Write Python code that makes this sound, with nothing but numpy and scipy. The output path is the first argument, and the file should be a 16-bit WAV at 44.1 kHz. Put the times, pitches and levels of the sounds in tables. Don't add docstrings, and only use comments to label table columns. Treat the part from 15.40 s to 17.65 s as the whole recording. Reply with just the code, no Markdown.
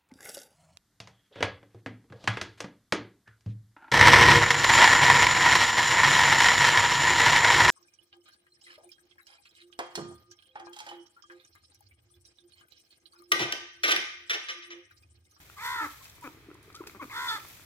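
import sys
import numpy as np
from scipy import signal
from scipy.fft import rfft, irfft
from scipy.io import wavfile
from scipy.ndimage import uniform_filter1d

SR = 44100
rng = np.random.default_rng(int(sys.argv[2]) if len(sys.argv) > 2 else 0)


def to_wav(sig):
    pcm = np.clip(np.atleast_2d(sig), -1, 1) * 32767
    pcm = np.round(pcm).astype(np.int16)
    wavfile.write(sys.argv[1], SR, pcm.T)


def convert_level_to_amplitude(level_db):
    exponent = np.asarray(level_db, float) / 20
    return 10 ** exponent


N = 99225

CAW_STARTS_S = [.16, 1.69]
CAW_PACE = [1, 1.07]
WARBLE_HZ = [73.5, 75]
# seconds after the start, pitch in Hz, warble as share of pitch, hoarse jitter as share of pitch.
CAW_SHAPE = [(0, 380, .03, .05), (.045, 430, .05, .025), (.075, 474, .075, .006), (.12, 492, .082, .002),
             (.16, 497, .082, .002), (.2, 482, .075, .003), (.24, 454, .045, .012), (.27, 443, .028, .02),
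             (.288, 430, .025, .03), (.31, 360, .03, .08), (.335, 330, .03, .14)]
# time in seconds, level in dB, breath in dB, beak ring in dB, mouth narrowing in dB.
CAW_EFFORT = [
    [(.16, -54.5, 6, -18, -8.5), (.19, -44, -12, -17, 1.5), (.255, -30.5, -12, -14, -0.5),
     (.31, -32, -13.5, -13.5, 0.5), (.375, -31, -18, -16.5, 2.5), (.415, -27.5, -21.5, -26, 4),
     (.45, -31.5, -15.5, -33, 0), (.495, -61, -6, -23, 7.2)],
    [(1.692, -54.5, -3, -8, -5), (1.73, -42.5, -9.5, -11, 0), (1.77, -31, -16.5, -11.5, 5),
     (1.87, -32.5, -12.5, -16, 1), (1.89, -31.5, -11.5, 4.5, 7), (1.925, -28.5, -14.5, -12, 2.5),
     (1.96, -33.5, -13, -11.5, 0.5), (2.0, -47.5, -6, -16, 3)],
]
# centre in Hz, width in Hz, level in dB.
CAW_THROAT = [(1105, 408, 3.5), (1330, 420, 5), (1458, 900, 0.5), (2032, 360, 0.5), (2280, 590, -18)]
MOUTH_SHARE = [-.6, 0.6, 0.1, -.8, -.2]
# centre in Hz, width in Hz, level in dB.
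BEAK = [(3530, 253, -4.5), (4430, 94, -9), (5160, 137, -17), (6900, 540, -8)]
# frequency in Hz, level in dB.
BREATH = [(1500, 2.5), (2850, 10.5), (3600, 11), (8000, 8), (9800, 1.5), (13000, 9), (16000, -2.5)]
# start in seconds, length in seconds, level in dB, first Hz, last Hz.
SQUEAKS = [
    (.163, 0.039, -45, 1268, 996),
    (0.178, 0.064, -45.5, 2174, 2300),
    (1.693, 0.056, -47.5, 1086, 1053),
    (1.697, 0.071, -44.5, 2394, 1877),
]
# start in seconds, length in seconds, level in dB, first and last pulse rate in Hz.
QUACKS = [
    (0.406, 0.065, -40.5, 325.3, 268.4),
    (0.838, 0.037, -38.5, 298.3, 225),
    (1.543, 0.03, -47, 196, 188.6),
    (1.612, 0.034, -37.5, 334, 220.3),
]
QUACK_OPEN_DB = [-1.5, -0.5, -6.5, -2]
# centre in Hz, width in Hz, level in dB.
QUACK_THROAT = [(300, 280, -1.5), (520, 220, -9), (1200, 620, -1), (2350, 480, -7)]
# start in seconds, length in seconds, level in dB, first Hz, last Hz.
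WHISTLES = [(0.606, 0.02, -50, 1073, 1063), (0.82, .024, -42.5, 970, 960),
            (0.831, 0.015, -42.5, 1330, 1260), (0.874, 0.027, -53, 990, 900),
            (1.34, 0.0404, -48.5, 1150, 1425), (1.385, 0.021, -47.5, 1400, 1330),
            (1.402, 0.0239, -45.5, 1332, 863), (1.592, .02, -36.5, 1151, 1051),
            (1.603, 0.02, -36.5, 1070, 1033), (1.598, 0.027, -48, 2140, 2150),
            (1.603, 0.016, -48, 1550, 1440)]
# time in seconds, peak in dB, pitch in Hz.
KNOCKS = [(0.358, -42, 358), (0.781, -50, 334), (.875, -36.5, 304), (0.97, -38, 327), (1.085, -34, 314),
          (1.112, -39, 357), (1.144, -46, 330), (1.276, -46, 400), (1.405, -26.5, 339), (1.425, -48, 375),
          (1.466, -41, 398), (1.482, -40.5, 341), (1.648, -38.5, 243), (1.701, -53, 310), (1.949, -45, 304),
          (1.98, -45, 550), (0.461, -41.5, 378)]
# time in seconds, peak in dB, pitch in Hz.
TICKS = [(0.099, -40, 1405), (0.656, -38, 2580), (.668, -52.5, 1087), (.782, -49, 1160),
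         (0.8757, -31, 1306), (0.95, -59, 2160), (1.037, -70, 2410), (1.103, -44, 1300),
         (1.114, -43.5, 1400), (1.153, -45.5, 1020), (1.302, -42, 1280), (1.439, -38, 1370),
         (1.461, -46, 1290), (1.471, -36, 2520), (1.473, -39.5, 1490), (1.472, -46, 940),
         (1.4965, -41, 2180), (1.497, -41.5, 1320), (1.5491, -42.5, 1200), (1.698, -38, 2100),
         (1.346, -44, 1240), (1.641, -47, 1270), (2, -38, 2450), (2.027, -62, 985), (2.05, -40, 1145),
         (2.05, -54, 2150), (2.1, -47, 2120), (2.197, -45, 1400), (2.215, -58.5, 1370)]
# time in seconds, peak in dB, centre in Hz.
SNAPS = [(0.6444, -50, 6190), (0.6969, -48.5, 4100), (0.7523, -59, 9800), (0.811, -54, 9600),
         (0.9282, -60, 4120), (1.1432, -58, 6900), (1.228, -59, 11700), (1.327, -55.5, 4220),
         (1.346, -54, 4250), (1.3515, -44, 4030), (1.356, -69.5, 6000), (1.362, -50, 4000),
         (1.4725, -44, 4600), (1.4736, -54.5, 7350), (1.4717, -65, 12800), (.264, -44, 13000),
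         (1.652, -60, 4400), (2.086, -49, 13600), (2.236, -56, 14100)]
# time in seconds, level in dB.
PATTER_DB = [(0, -67), (.5, -86), (.75, -77), (.9, -60.5), (1.2, -63), (1.6, -58.5), (2.25, -69.5)]
# centre in Hz, width in Hz, level in dB.
PATTER_BODY = [(330, 150, 0), (1250, 500, -15), (2300, 700, -17)]
# start in seconds, rise in seconds, time to fall 60 dB in seconds, level in dB.
SHUFFLES = [(0, 0.0029, 2.8, -55), (.43, 0.032, 1.17, -48.5), (.61, 0.026, 0.69, -52),
            (.75, 0.0083, 0.45, -58.5), (.8, 0.036, 0.65, -51.5), (1.225, 0.0051, 1.1, -61.5),
            (1.33, 0.043, 1.6, -59.5), (1.466, 0.002, 0.43, -49), (1.599, 0.028, 1.4, -54),
            (1.95, 0.043, 2.1, -51), (2.058, 0.051, 0.6, -48)]
# frequency in Hz, level in dB.
LEAVES = [(1500, 2), (2500, 9.5), (4500, 4), (7000, 3.5), (9800, -1), (13000, 5), (16000, 0.5)]
# frequency in Hz, level in dB per Hz.
YARD = [(22, -19), (70, -3.5), (110, -0.5), (230, -19), (700, -19.5), (2200, -16), (8000, -36.5),
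        (15800, -34)]

THROB, THROB_TURN_RAD, BREATH_THROB = .25, -1.57, .25
CAW_RASP, FUNDAMENTAL_DB, BREATH_ALIKE = .07, -30.5, .18
SQUEAK_JITTER = .08
QUACK_JITTER, QUACK_ATTACK_S, QUACK_RELEASE_S, QUACK_SAG_DB = .03, .008, .004, -6
WHISTLE_EDGE_S, OVERTONE_DB = .005, -22
KNOCK_T60_S, KNOCK_PUSH_S, KNOCK_BEND, KNOCK_BEND_S = .045, .004, .32, .0019
TICK_T60_S, SNAP_T60_S, SNAP_WIDTH = .015, .025, .4
PATTER_PER_S, PATTER_SPREAD_DB = 300, 2
LEAF_PER_S, LEAF_SPREAD_DB, LEAF_HUSH = 2500, 1, .2
YARD_DB, ALIKE_BELOW_HZ, ALIKE = -58, 900, .9
ECHO_DB, ECHO_T60_S, ECHO_GAP_S, ECHO_TOP_HZ = -13, .36, .0022, 4340
DUCK_ECHO_SHARE = .6
CAW_PAN_DB, DUCK_PAN_DB, NEAR_PAN_DB, LEAF_PAN_DB = -.5, 2, 1, 1.5
CAW_LAG_S, DUCK_LAG_S, NEAR_LAG_S = -.00012, -.00012, -.0001
DIP_HZ, DIP_WIDTH_HZ, DIP_SHARE, TOP_HZ = 2820, 300, .65, 15830


def unit(x):
    return x / np.sqrt(np.mean(x ** 2) + 1e-20)


def band(x, hz, width):
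    sharpness = max(hz / width, .3)
    return signal.lfilter(*signal.iirpeak(min(hz, .45 * SR), sharpness, fs=SR), x)


def body(x, peaks):
    out = 0
    for k, (hz, width, db) in enumerate(peaks):
        out = out + (-1) ** k * convert_level_to_amplitude(db) * band(band(x, hz, width), hz, width)
    return out


def colour(x, points):
    hz, db = np.array(points).T
    f = np.maximum(np.arange(N // 2 + 1) * SR / N, 1)
    gain = convert_level_to_amplitude(np.interp(np.log(f), np.log(hz), db))
    return unit(irfft(rfft(x) * gain, N))


def walk(rate):
    k = int(SR / rate)
    held = np.repeat(rng.standard_normal(N // k + 1), k)
    return 1.287 * uniform_filter1d(uniform_filter1d(held, k), k)[:N]


def gate(t, start, length, rise, fall):
    ramp = np.minimum((t - start) / rise, (start + length - t) / fall)
    return np.sin(np.pi / 2 * np.clip(ramp, 0, 1)) ** 2


def fade(t, start, t60):
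    return (t >= start) * convert_level_to_amplitude(-60 * np.maximum(t - start, 0) / t60)


def glide(t, start, length, hz0, hz1, jitter=0, rate=400):
    hz = np.interp(t, [start, start + length], [hz0, hz1])
    return np.cumsum(hz * (1 + jitter * walk(rate))) / SR


def sparks(per_s, spread_db):
    hit = rng.random(N) < per_s / SR
    sign = np.sign(rng.standard_normal(N))
    size = rng.exponential(size=N)
    return hit * sign * convert_level_to_amplitude(spread_db * np.minimum(size, 4))


def ports(x, lag_s, pan_db):
    turn = np.exp(-2j * np.pi * np.arange(N // 2 + 1) * SR / N * lag_s)
    left = irfft(rfft(x) * turn, N)
    return np.array([left * convert_level_to_amplitude(pan_db / 2), x * convert_level_to_amplitude(-pan_db / 2)])


def apart(mid, other):
    f = np.arange(N // 2 + 1) * SR / N
    alike = ALIKE / (1 + (f / ALIKE_BELOW_HZ) ** 2)
    a = rfft(mid) * np.sqrt((1 + alike) / 2)
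    b = rfft(other) * np.sqrt((1 - alike) / 2)
    return np.array([irfft(a + b, N), irfft(a - b, N)])


def caws(t):
    voice, breath, shape = 0, 0, np.array(CAW_SHAPE)
    for start, pace, warble_hz, rows in zip(CAW_STARTS_S, CAW_PACE, WARBLE_HZ, CAW_EFFORT):
        s, db, breath_db, beak_db, mouth_db = np.array(rows).T
        slow = 2 * np.pi * np.cumsum(warble_hz * (1 + .015 * walk(30))) / SR
        shake = np.sin(slow) + .4 * np.sin(2 * slow)
        throb = 1 + THROB * np.sin(slow + THROB_TURN_RAD)

        place = (t - start) * pace
        pitch, warble, hoarse = (np.interp(place, shape[:, 0], column) for column in shape[:, 1:].T)
        hz = pitch * (1 + warble * shake + hoarse * walk(300))
        phase = 2 * np.pi * np.cumsum(hz) / SR
        harmonics = sum(np.cos(k * phase + k * k) for k in range(2, 13))
        source = harmonics * throb * (1 + CAW_RASP * walk(900))

        size = gate(t, s[0], s[-1] - s[0], .025, .025) * convert_level_to_amplitude(np.interp(t, s, db))
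        narrow = np.interp(t, s, mouth_db)
        throat = 0
        for k, (share, peak) in enumerate(zip(MOUTH_SHARE, CAW_THROAT)):
            throat = throat + (-1) ** k * convert_level_to_amplitude(share * narrow) * body(source, [peak])
        fundamental = convert_level_to_amplitude(FUNDAMENTAL_DB) * np.cos(phase)
        beak = convert_level_to_amplitude(np.interp(t, s, beak_db)) * unit(body(source, BEAK))
        voice = voice + size * (unit(throat) + fundamental + beak)
        breath = breath + size * convert_level_to_amplitude(np.interp(t, s, breath_db)) * throb ** BREATH_THROB
    return voice, breath


def squeaks(t, wobble):
    out = 0
    for s, length, db, hz0, hz1 in SQUEAKS:
        tone = np.sin(2 * np.pi * glide(t, s, length, hz0, hz1, SQUEAK_JITTER))
        on = gate(t, s, length, 2 * WHISTLE_EDGE_S, 2 * WHISTLE_EDGE_S)
        out = out + convert_level_to_amplitude(db) * tone * on * wobble ** 2
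    return out


def quacks(t):
    out = 0
    for (s, length, db, hz0, hz1), open_db in zip(QUACKS, QUACK_OPEN_DB):
        upper = [(hz, width, peak_db + open_db) for hz, width, peak_db in QUACK_THROAT[1:]]
        throat = QUACK_THROAT[:1] + upper
        turns = glide(t, s, length, hz0, hz1, QUACK_JITTER, 250)
        turns = turns - np.interp(s + length - QUACK_RELEASE_S, t, turns)
        count = np.floor(turns)
        pulses = np.diff(count, prepend=count[0]) * convert_level_to_amplitude(1.8 * walk(300))
        steady_rms = np.sqrt(np.mean(body(pulses, throat) ** 2))
        on = gate(t, s, length, QUACK_ATTACK_S, QUACK_RELEASE_S) ** .5
        sag = convert_level_to_amplitude(QUACK_SAG_DB * np.clip((t - s) / length, 0, 1))
        out = out + convert_level_to_amplitude(db) / steady_rms * body(pulses * on * sag, throat)
    return out


def whistles(t, wobble):
    out = 0
    for s, length, db, hz0, hz1 in WHISTLES:
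        phase = 2 * np.pi * glide(t, s, length, hz0, hz1)
        tone = np.sin(phase) + convert_level_to_amplitude(OVERTONE_DB) * (np.sin(2 * phase) + np.sin(3 * phase))
        out = out + convert_level_to_amplitude(db) * tone * gate(t, s, length, 2 * WHISTLE_EDGE_S, WHISTLE_EDGE_S) * wobble
    return out


def knocks(t):
    out, wobble = 0, convert_level_to_amplitude(walk(150))
    for s, db, hz in KNOCKS:
        push = np.clip((t - s) / KNOCK_PUSH_S, 0, 1)
        bend = KNOCK_BEND * KNOCK_BEND_S * (1 - np.exp(-np.maximum(t - s, 0) / KNOCK_BEND_S))
        ring = np.sin(2 * np.pi * hz * (t - s + bend))
        out = out + convert_level_to_amplitude(db) * fade(t, s, KNOCK_T60_S) * push * ring * wobble
    return out


def ticks(t):
    out = 0
    for s, db, hz in TICKS:
        ring = np.sin(2 * np.pi * hz * (t - s)) + .44 * np.sin(2 * np.pi * 1.9 * hz * (t - s))
        out = out + convert_level_to_amplitude(db) * fade(t, s, TICK_T60_S) * ring
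    return out


def snaps(t):
    out, noise = 0, rng.standard_normal(N)
    for s, db, hz in SNAPS:
        burst = unit(band(noise, hz, SNAP_WIDTH * hz))
        out = out + convert_level_to_amplitude(db + 3.5) * fade(t, s, SNAP_T60_S) * burst
    return out


def patter(t):
    size = convert_level_to_amplitude(np.interp(t, *np.array(PATTER_DB).T))
    return size * unit(body(sparks(PATTER_PER_S, PATTER_SPREAD_DB), PATTER_BODY))


def leaf_grain():
    clicks = unit(sparks(LEAF_PER_S, LEAF_SPREAD_DB))
    return colour(clicks + LEAF_HUSH * rng.standard_normal(N), LEAVES)


def shuffles(t):
    power = 0
    for s, rise, t60, db in SHUFFLES:
        swell = np.clip((t - s) / rise, 0, 1)
        dying = convert_level_to_amplitude(-60 * np.maximum(t - s - rise, 0) / t60)
        power = power + (convert_level_to_amplitude(db) * swell * dying) ** 2
    size = np.sqrt(power) * convert_level_to_amplitude(1.35 * walk(31.78))
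    return size * np.array([leaf_grain() * convert_level_to_amplitude(LEAF_PAN_DB / 2), leaf_grain() * convert_level_to_amplitude(-LEAF_PAN_DB / 2)])


def yard():
    mid = colour(rng.standard_normal(N), YARD)
    other = colour(rng.standard_normal(N), YARD)
    air = apart(mid, other)
    octaves = 30 * 2. ** np.arange(10)
    return convert_level_to_amplitude(YARD_DB) * unit(sum(convert_level_to_amplitude(walk(6)) * band(air, hz, hz) for hz in octaves))


def echo(x):
    t = np.arange(N) / SR
    tail = apart(rng.standard_normal(N), rng.standard_normal(N))
    tail = tail * (t > ECHO_GAP_S) * convert_level_to_amplitude(-60 * t / ECHO_T60_S)
    tail = signal.lfilter(*signal.butter(1, ECHO_TOP_HZ, fs=SR), tail)
    tail = tail / np.sqrt(np.sum(tail ** 2) / 2)
    return convert_level_to_amplitude(ECHO_DB) * signal.fftconvolve(x[None], tail, axes=1)[:, :N]


def scene():
    t = np.arange(N) / SR
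    voice, breath = caws(t)
    wobble = convert_level_to_amplitude(walk(200))
    duck = quacks(t) + whistles(t, wobble) + squeaks(t, wobble)
    near = knocks(t) + ticks(t) + snaps(t) + patter(t)

    puffs = np.array([colour(rng.standard_normal(N), BREATH) for _ in range(3)])
    shared = np.sqrt(BREATH_ALIKE) * ports(puffs[0], CAW_LAG_S, CAW_PAN_DB)
    hiss = breath * (shared + np.sqrt(1 - BREATH_ALIKE) * puffs[1:])

    direct = ports(voice, CAW_LAG_S, CAW_PAN_DB)
    direct = direct + ports(duck, DUCK_LAG_S, DUCK_PAN_DB)
    direct = direct + ports(near, NEAR_LAG_S, NEAR_PAN_DB)
    returned = echo(voice + DUCK_ECHO_SHARE * (duck + near) + hiss[0])
    return direct + hiss + returned + shuffles(t) + yard()


def band_limit(x):
    return signal.sosfilt(signal.butter(12, 15800, fs=SR, output="sos"), x)


def record(dry):
    dipped = dry - DIP_SHARE * band(dry, DIP_HZ, DIP_WIDTH_HZ)
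    top = signal.ellip(10, .2, 60, TOP_HZ, fs=SR, output="sos")
    mix = signal.sosfilt(top, dipped)
    return band_limit(mix)


dry = scene()
out = record(dry)
to_wav(out)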